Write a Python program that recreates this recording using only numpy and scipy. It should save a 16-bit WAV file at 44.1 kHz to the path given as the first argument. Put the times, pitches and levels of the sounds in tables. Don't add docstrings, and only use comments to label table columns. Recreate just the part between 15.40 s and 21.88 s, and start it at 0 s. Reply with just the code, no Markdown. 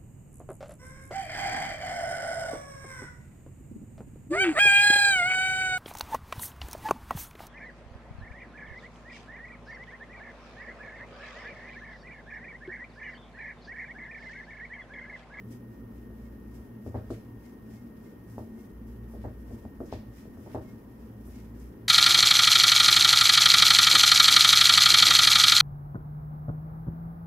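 import sys
import numpy as np
from scipy import signal
from scipy.fft import rfft, irfft
from scipy.io import wavfile
from scipy.ndimage import uniform_filter1d

SR = 44100
rng = np.random.default_rng(int(sys.argv[2]) if len(sys.argv) > 2 else 0)


def volts_from_db(level):
    exponent = np.asarray(level, float) / 20
    return 10 ** exponent


def generate_wav(sig):
    pcm = np.round(np.clip(np.atleast_2d(sig).T, -1, 1) * 32767).astype(np.int16)
    wavfile.write(sys.argv[1], SR, pcm)


N = 285768

# hz [Hz], density_db [dB per Hz]
DRAG_SPECTRUM = [(900, -42), (1500, 0.5), (2200, 1), (3500, -4.5), (5500, -8.5), (6500, -30), (9000, -43)]
CRUMB_SPECTRUM = [(3000, -30), (4500, -8.5), (5000, 1.5), (7000, -1.5), (8800, -3), (10000, -16.5),
                  (13000, -38)]
DUST_SPECTRUM = [(6000, -51), (9000, -5), (10500, 1.5), (13000, 2), (14500, -2), (16500, -0.5)]


def rub():
    out = np.zeros((2, N))
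    for gain, spectrum in zip(pressure(), (DRAG_SPECTRUM, CRUMB_SPECTRUM, DUST_SPECTRUM)):
        large = rng.random(N) < 0.04
        size = 0.5 + volts_from_db(2.9 * np.minimum(rng.exponential(1, N), 3)) * large
        grains = [colour(size * noise, spectrum) for noise in rng.standard_normal((2, N))]
        out += volts_from_db(2.5) * gain * np.array(grains)
    catch = evened(uniform_filter1d(rng.standard_normal(N), size=900))
    crosstalk = 0.054 * out[::-1]
    return (out + crosstalk) * volts_from_db(1.1 * catch)


# peak_s [s], pressure_db [dB], fineness_db [dB], length_s [s]
FINGER_STROKES = [(0.128, -67.5, 1, 0.083), (.34, -79, 0, 0.14), (.58, -76.5, -1, 0.11),
                  (0.827, -77.5, -2, 0.22), (1.16, -72.5, 1.5, 0.19), (1.477, -70.5, 2, 0.11),
                  (1.575, -78, -10, 0.085), (1.735, -70, -4, 0.16), (2.055, -72.5, 0, 0.14),
                  (2.338, -70.5, 0.5, 0.16), (2.654, -75, -1, .2), (2.922, -70.5, 4.5, .1),
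                  (2.99, -71.5, 3, 0.15), (3.204, -73.5, 2, 0.21), (3.495, -74, 1, 0.13),
                  (3.723, -75, 8, 0.12), (3.818, -77, -6, 0.23), (4.15, -70.5, 1, 0.22),
                  (4.474, -70.5, 5, 0.13), (4.535, -70.5, -13, 0.1), (4.787, -66, -0.5, 0.11),
                  (5.03, -73.5, 4, 0.29), (5.133, -70.5, -5, 0.15), (5.29, -73.5, 0, 0.23),
                  (5.623, -77.5, -1, 0.26), (5.87, -74, 9, 0.14), (5.963, -69.5, -1.5, 0.19),
                  (6.224, -71, 1.5, 0.15), (4.0, -81, 9, .15)]
# level_db [dB] of drag, crumbs and dust
REST_LEVELS = [-78.5, -85.5, -78.5]


def pressure():
    rise_db, fall_db = 23, 17.5
    t = np.arange(0, N + 64, 64) / SR
    power = volts_from_db(REST_LEVELS)[:, None] ** 2 * np.ones(len(t))
    for s, db, fine_db, length in FINGER_STROKES:
        u = (t - s) / length
        drag_db = 0.5 - 0.9 * fine_db
        dust_db = 0.5 + 0.7 * max(fine_db, 0)
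        stroke_db = db + np.minimum(rise_db * u, -fall_db * u)
        power = power + volts_from_db(stroke_db + np.array([[drag_db], [0], [dust_db]])) ** 2
    return [np.interp(np.arange(N) / SR, t, np.sqrt(p)) for p in power]


# start_s [s], peak_db [dB], table_thump_db [dB], bowl_ring_db [dB], room_share_db [dB]
HARD_KNOCKS = [
    (1.543, -31, -34.5, -38.5, 4),
    (2.98, -27.5, -43.5, -46, -5.5),
    (3.84, -36.5, -40.5, -43, 6.5),
    (4.251, -35.5, -45, -57, -8),
    (4.525, -23, -42, -44.5, -8.5),
    (5.061, -40.5, -52, -50, 2),
    (5.146, -24.5, -41, -35.5, 0),
]
# mode_hz [Hz], level_db [dB], t60_s [s]
FOOT_MODES = [(285, -3, .14), (520, -7, .2), (628, -3, .28), (785, -12, .22), (916, -13, .2),
              (1090, -20, .15)]


def hard_knocks():
    return knocks(HARD_KNOCKS, 502, FOOT_MODES, snap_hz=1650, snap_near_db=-8, snap_db=-9.5)


# start_s [s], peak_db [dB], table_thump_db [dB], bowl_ring_db [dB], room_share_db [dB]
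SOFT_NUDGES = [(0.703, -47, -63, -56, -7), (1.184, -50, -54, -59, -2), (1.463, -31.5, -39, -49.5, -3),
               (1.703, -29.5, -62, -38, -2), (3.179, -51, -58, -57, -11), (3.737, -39.5, -48, -57, 3.5),
               (4.102, -44, -44, -57.5, 5.5), (4.156, -51, -47, -60, 1), (4.403, -29.5, -56, -40, -0.5),
               (4.854, -42, -59, -59, -18), (4.972, -47, -47, -54, -2), (5.876, -56, -47, -55, -6),
               (6.384, -60, -59, -68, -1)]
# mode_hz [Hz], level_db [dB], t60_s [s]
BODY_MODES = [(259.7, 9, 0.092), (352, 5.5, 0.17), (461, -4, 0.21), (661.3, -1.5, 0.13)]


def soft_nudges():
    return knocks(SOFT_NUDGES, 373, BODY_MODES, snap_hz=1160, snap_near_db=6.5, snap_db=-7.5)


# mode_hz [Hz], level_db [dB], t60_s [s]
TABLE_MODES = [(84.3, -1, 0.2), (108, -5.5, 0.14), (248.5, -8, 0.17)]


def knocks(rows, hz, bowl, snap_hz, snap_near_db, snap_db):
    direct, wet = np.zeros(N), np.zeros(N)
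    u = (np.arange(400) / SR - 0.0022) * snap_hz
    snap = np.sin(2 * np.pi * u) * np.exp(-(u / 0.99) ** 2)
    pulse = contact(hz)
    for s, peak_db, table_db, bowl_db, room_db in rows:
        i = round(s * SR)
        ring = volts_from_db(table_db + 11.5) * ringing(TABLE_MODES, rise_s=0.011, spread=0.065)
        ring += volts_from_db(bowl_db) * ringing(bowl, rise_s=0.0055, spread=0.86)
        direct[i:i + len(ring)] += ring[:N - i]
        snap_gain = volts_from_db(bowl_db + snap_db)
        direct[i:i + 400] += volts_from_db(peak_db + 3.0) * pulse + snap_gain * volts_from_db(snap_near_db) * snap
        wet[i:i + 400] += volts_from_db(room_db) * (volts_from_db(peak_db + 3.5) * pulse + snap_gain * snap)
    return direct * volts_from_db([[1.2], [-1.2]]), wet


def contact(hz):
    u = (np.arange(400) / SR - 0.0018) * hz
    rebound = np.where(u > 0, np.exp(-1.5 * u), 1)
    return np.cos(2 * np.pi * u) * np.exp(-(u / 0.35) ** 2) * rebound


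def ringing(modes, rise_s, spread):
    t, ring = np.arange(SR // 2) / SR, 0
    phases = spread * rng.uniform(0, 2 * np.pi, len(modes))
    for (hz, db, t60), phase in zip(modes, phases):
        ring = ring + volts_from_db(db - 60 * t / t60) * np.sin(2 * np.pi * hz * t + phase)
    return ring * (1 - np.exp(-(t / rise_s) ** 2))


# band_hz [Hz], t60_s [s]
ROOM_DECAY = [(100, 0.76), (330, 0.33), (870, 0.19), (1400, 0.33), (2300, 0.11), (8000, 0.11)]
# band_hz [Hz], likeness [0 to 1]
PORT_LIKENESS = [(60, 0.89), (250, 1), (500, 0.59), (1000, 0.19), (2000, 0.055), (4000, 0.11)]


def kitchen(x, gap_s):
    taps = np.zeros((2, SR // 2))
    at = np.arange(0, SR // 2 - 20, 20)
    at = at + rng.integers(0, 20, at.shape)
    taps[:, at] = rng.choice([-1., 1.], (2, len(at)))
    hz, t, z = signal.stft(taps, SR, nperseg=512)
    same = np.clip(read(PORT_LIKENESS, hz), 0, 1)[:, None]
    z[1] = same * z[0] + np.sqrt(1 - same ** 2) * z[1]
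    decay = volts_from_db(-60 * t / read(ROOM_DECAY, hz)[:, None])
    tail = signal.istft(z * decay, SR, nperseg=512)[1]
    t = np.arange(tail.shape[1]) / SR
    tail *= np.clip(t / gap_s - 0.5, 0, 1)
    tail *= 1 + 0.25 * np.cos(2 * np.pi * (t - 0.011) / 0.0303)
    return signal.fftconvolve(x[None], tail / np.linalg.norm(tail[0]), axes=1)[:, :N]


# start_s [s], level_db [dB], centre_hz [Hz], width_hz [Hz], t60_s [s]
CRUMB_SPRAYS = [
    (.105, -62, 8000, 7000, .2),
    (1.702, -57.5, 6000, 7000, 0.26),
    (4.455, -66, 6000, 2500, 0.32),
    (4.516, -56, 4333, 2982, 0.38),
    (5.865, -61.5, 10800, 4980, 0.23),
    (6.195, -63, 9000, 7000, 0.19),
]


def scatters():
    t, out = np.arange(SR // 2) / SR, np.zeros((2, N))
    for s, db, hz, width, t60 in CRUMB_SPRAYS:
        band = signal.butter(2, [hz - width / 2, hz + width / 2], "bandpass", fs=SR, output="sos")
        large = rng.random(len(t)) < 0.02
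        grains = rng.standard_normal((2, len(t))) * (1 + 1.5 * large)
        envelope = volts_from_db(db - 60 * t / t60) * np.minimum(t / 0.0041, 1)
        spray = evened(signal.sosfilt(band, grains)) * envelope
        i = round(s * SR)
        out[:, i:i + len(t)] += spray[:, :N - i]
    return out


# centre_s [s], pitch_hz [Hz], level_db [dB], length_s [s]
FINGER_SQUEAKS = [(0.86, 2170, -81, 0.045), (2.056, 2140, -79, .05), (2.074, 2074, -80, .05),
                  (2.39, 2145, -76.5, 0.049), (2.666, 2100, -76, 0.044), (3.206, 2130, -76, 0.046),
                  (5.285, 2150, -73, 0.071), (5.98, 2170, -75, 0.066)]


def squeaks():
    t, out = np.arange(N) / SR, np.zeros(N)
    flutter = 1 + 0.47 * evened(uniform_filter1d(rng.standard_normal(N), size=400))
    for s, hz, db, length in FINGER_SQUEAKS:
        bell = np.exp(-(2 * (t - s) / length) ** 2)
        out += volts_from_db(db + 8.5) * bell * np.sin(2 * np.pi * hz * t)
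    return out * flutter


# start_s [s], length_s [s], level_db [dB]
HUM_SURGES = [(.34, 0.12, -48), (0.527, 0.69, -48.5), (1.662, 0.091, -47), (3.33, .33, -45),
              (3.653, 0.53, -45), (4.374, 0.11, -47.5), (4.514, .08, -47), (4.664, 0.077, -48),
              (5.1, .2, -59), (5.58, .09, -49), (5.78, 0.53, -46.5)]
# start_s [s], length_s [s],
# # level_db [dB], pitch_hz [Hz]
OCTAVE_THROBS = [(0.066, 0.25, -51.5, 119.2), (0.415, 0.084, -48, 115), (.66, .3, -51.5, 115.3),
                 (1.1, 0.32, -52.5, 115.2), (1.45, 0.22, -46.5, 112), (1.714, 0.063, -40.5, 112),
                 (1.831, 0.14, -47.5, 116.4), (2.407, 0.046, -49.5, 117), (2.607, 0.079, -56, 117),
                 (2.886, 0.22, -47.5, 112.5), (3.45, 0.2, -50.5, 113.1), (3.8, 0.12, -45.5, 112),
                 (4.09, 0.095, -50, 108.5), (4.52, .07, -46, 109), (4.665, 0.053, -42.5, 117.5),
                 (4.995, .25, -54.5, 117.5), (5.674, 0.12, -47.5, 113.4), (6.103, 0.044, -48, 108),
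                 (6.4, 0.25, -48.5, 112.7)]
# time_s [s], level_db [dB]
DRONE_LEVEL = [(0.0, -52), (0.5, -49.5), (1.48, -53), (2.2, -52.5), (2.47, -46.5), (2.88, -65),
               (3.01, -45.5), (3.5, -52), (4.56, -51), (4.98, -60.5), (5.32, -51.5), (5.81, -59),
               (6.0, -50.5), (6.48, -49.5)]


def motor():
    hum_hz = 58
    surge = sum(volts_from_db(db) * plateau(s, length, 0.075, hum_hz) for s, length, db in HUM_SURGES)
    throb = sum(volts_from_db(db) * plateau(s, length, 0.1, hz) for s, length, db, hz in OCTAVE_THROBS)
    idle = volts_from_db(-58.5) * fuzz(hum_hz + 2.3, 14) + volts_from_db(-56) * fuzz(115.5, 11)
    drone = volts_from_db(curve(DRONE_LEVEL) - 0.5) * fuzz(223.9, 21.9)
    return surge + throb + idle + drone * volts_from_db([[0.5], [-0.5]])


def plateau(start, length, edge_s, hz):
    out = np.zeros(N)
    at = slice(max(round((start - edge_s) * SR), 0), round((start + length + edge_s) * SR))
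    t = np.arange(N)[at] / SR
    swell = np.clip(0.5 + np.minimum(t - start, start + length - t) / edge_s, 0, 1)
    out[at] = np.sqrt(2) * np.sin(np.pi / 2 * swell) ** 2 * np.sin(2 * np.pi * hz * t)
    return out


def fuzz(hz, width):
    off = (np.fft.rfftfreq(N, 1 / SR) - hz) / (width / 2)
    return evened(irfft(rfft(rng.standard_normal(N)) / (1 + off ** 2), N))


# time_s [s], level_db [dB]
WHINE_LEVEL = [(0, -71.5), (.9, -72), (1.5, -71.5), (2.6, -72), (3.4, -75.5), (4.3, -72), (5.3, -75.5),
               (6.48, -77.5)]


def whine():
    noise = rng.standard_normal(N)
    waver = evened(uniform_filter1d(uniform_filter1d(noise, size=1200), size=1200))
    hz = 1851 + 7.5 * waver
    lag = np.array([[0.25], [0]])
    tone = np.sqrt(2) * np.sin(2 * np.pi * (np.cumsum(hz) / SR + lag))
    halo = 0.3 * np.array([evened(resonate(noise, hz, 30)) for noise in rng.standard_normal((2, N))])
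    return volts_from_db(curve(WHINE_LEVEL)) * (tone + halo)


def resonate(x, hz, width):
    turn = np.exp(2j * np.pi * np.cumsum(hz * np.ones(N)) / SR)
    r = np.exp(-np.pi * width / SR)
    return 2 * (turn * signal.lfilter([1 - r], [1, -r], x / turn)).real


# hz [Hz], density_db [dB per Hz]
RUMBLE_SPECTRUM = [(15, -70), (25, -12), (45, -8), (98, -9), (158, -11), (226, 0), (277, -6), (421, -11.5),
                   (695, -25.5), (920, -23.5), (1710, -33.5), (1850, -30), (2180, -42), (3000, -48),
                   (3900, -86), (6600, -120)]


def rumble():
    return volts_from_db(-49.5 + 1.5) * wash(RUMBLE_SPECTRUM, patchy_db=1.05, likeness=0.96)


# hz [Hz], density_db [dB per Hz]
HISS_SPECTRUM = [(1500, -21), (2300, -6.5), (3200, -2), (4500, -37), (6000, -9.5), (8000, -30), (9500, -9),
                 (11800, -0.5), (15200, 0.5), (16500, 2.5)]


def self_noise():
    return volts_from_db(-73.5 + 6.5) * wash(HISS_SPECTRUM, patchy_db=0.7, likeness=0)


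# band_hz [Hz], left_over_right_db [dB]
PORT_LEAN = [(60, 1), (180, -0.5), (550, 3), (1650, -2), (4970, 6), (15000, 0)]


def wash(spectrum, patchy_db, likeness):
    frames, hz = N // 256 + 5, np.fft.rfftfreq(2048, 1 / SR)
    a, b, c, d, patches = rng.standard_normal((frames // 2, 1025, 5)).T
    patches = evened(uniform_filter1d(uniform_filter1d(patches, size=16, axis=0), size=6, axis=1))
    same = np.clip(likeness * read(PORT_LIKENESS, hz), 0, 1)[:, None]
    left, other = a + 1j * b, c + 1j * d
    z = np.array([left, same * left + np.sqrt(1 - same ** 2) * other])
    lean_db = np.array([0.5, -0.5])[:, None] * read(PORT_LEAN, hz)
    z *= volts_from_db((read(spectrum, hz) + lean_db)[:, :, None] + patchy_db * patches)
    return evened(signal.istft(z, nperseg=2048, noverlap=1536)[1][:, :N])


def colour(x, spectrum):
    return evened(irfft(rfft(x) * volts_from_db(read(spectrum, np.fft.rfftfreq(N, 1 / SR))), N))


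def evened(x):
    return x / np.sqrt(np.mean(x ** 2) + 1e-20)


def read(points, hz):
    f, value = np.transpose(points)
    return np.interp(np.log(hz + 1), np.log(f + 1), value)


def curve(rows):
    s, level = np.transpose(rows)
    return np.interp(np.arange(N) / SR, s, level)


def expanded(x, depth):
    hz, t, z = signal.stft(x, SR, nperseg=2048, noverlap=1536)
    power = uniform_filter1d(abs(z.mean(0)) ** 2, size=5, axis=1) + 1e-20
    share = power / uniform_filter1d(power, size=25, axis=0)
    z *= np.where(hz[:, None] > 2300, np.minimum(1.5 * share, 1) ** depth, 1)
    return signal.istft(z, SR, nperseg=2048, noverlap=1536)[1][:, :N]


def scene():
    hard, hard_wet = hard_knocks()
    soft, soft_wet = soft_nudges()
    room = kitchen(hard_wet + soft_wet, gap_s=0.003)
    bowl = rub() + hard + soft + room + scatters() + squeaks()
    return bowl + motor() + whine() + rumble()


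def roll_off(x):
    return signal.sosfilt(signal.butter(12, 15740, fs=SR, output="sos"), x)


def record(dry):
    ports = np.array([np.roll(dry[0], shift=4), dry[1]])
    bass_cut = signal.butter(2, 36, "highpass", fs=SR, output="sos")
    noisy = signal.sosfilt(bass_cut, ports) + self_noise()
    quiet = expanded(noisy, depth=0.7)
    band_limit = signal.firwin(511, 15750, window=("kaiser", 9), fs=SR)[None]
    mix = signal.oaconvolve(quiet, band_limit, "same")
    return roll_off(mix)


dry = scene()
out = record(dry)
generate_wav(out)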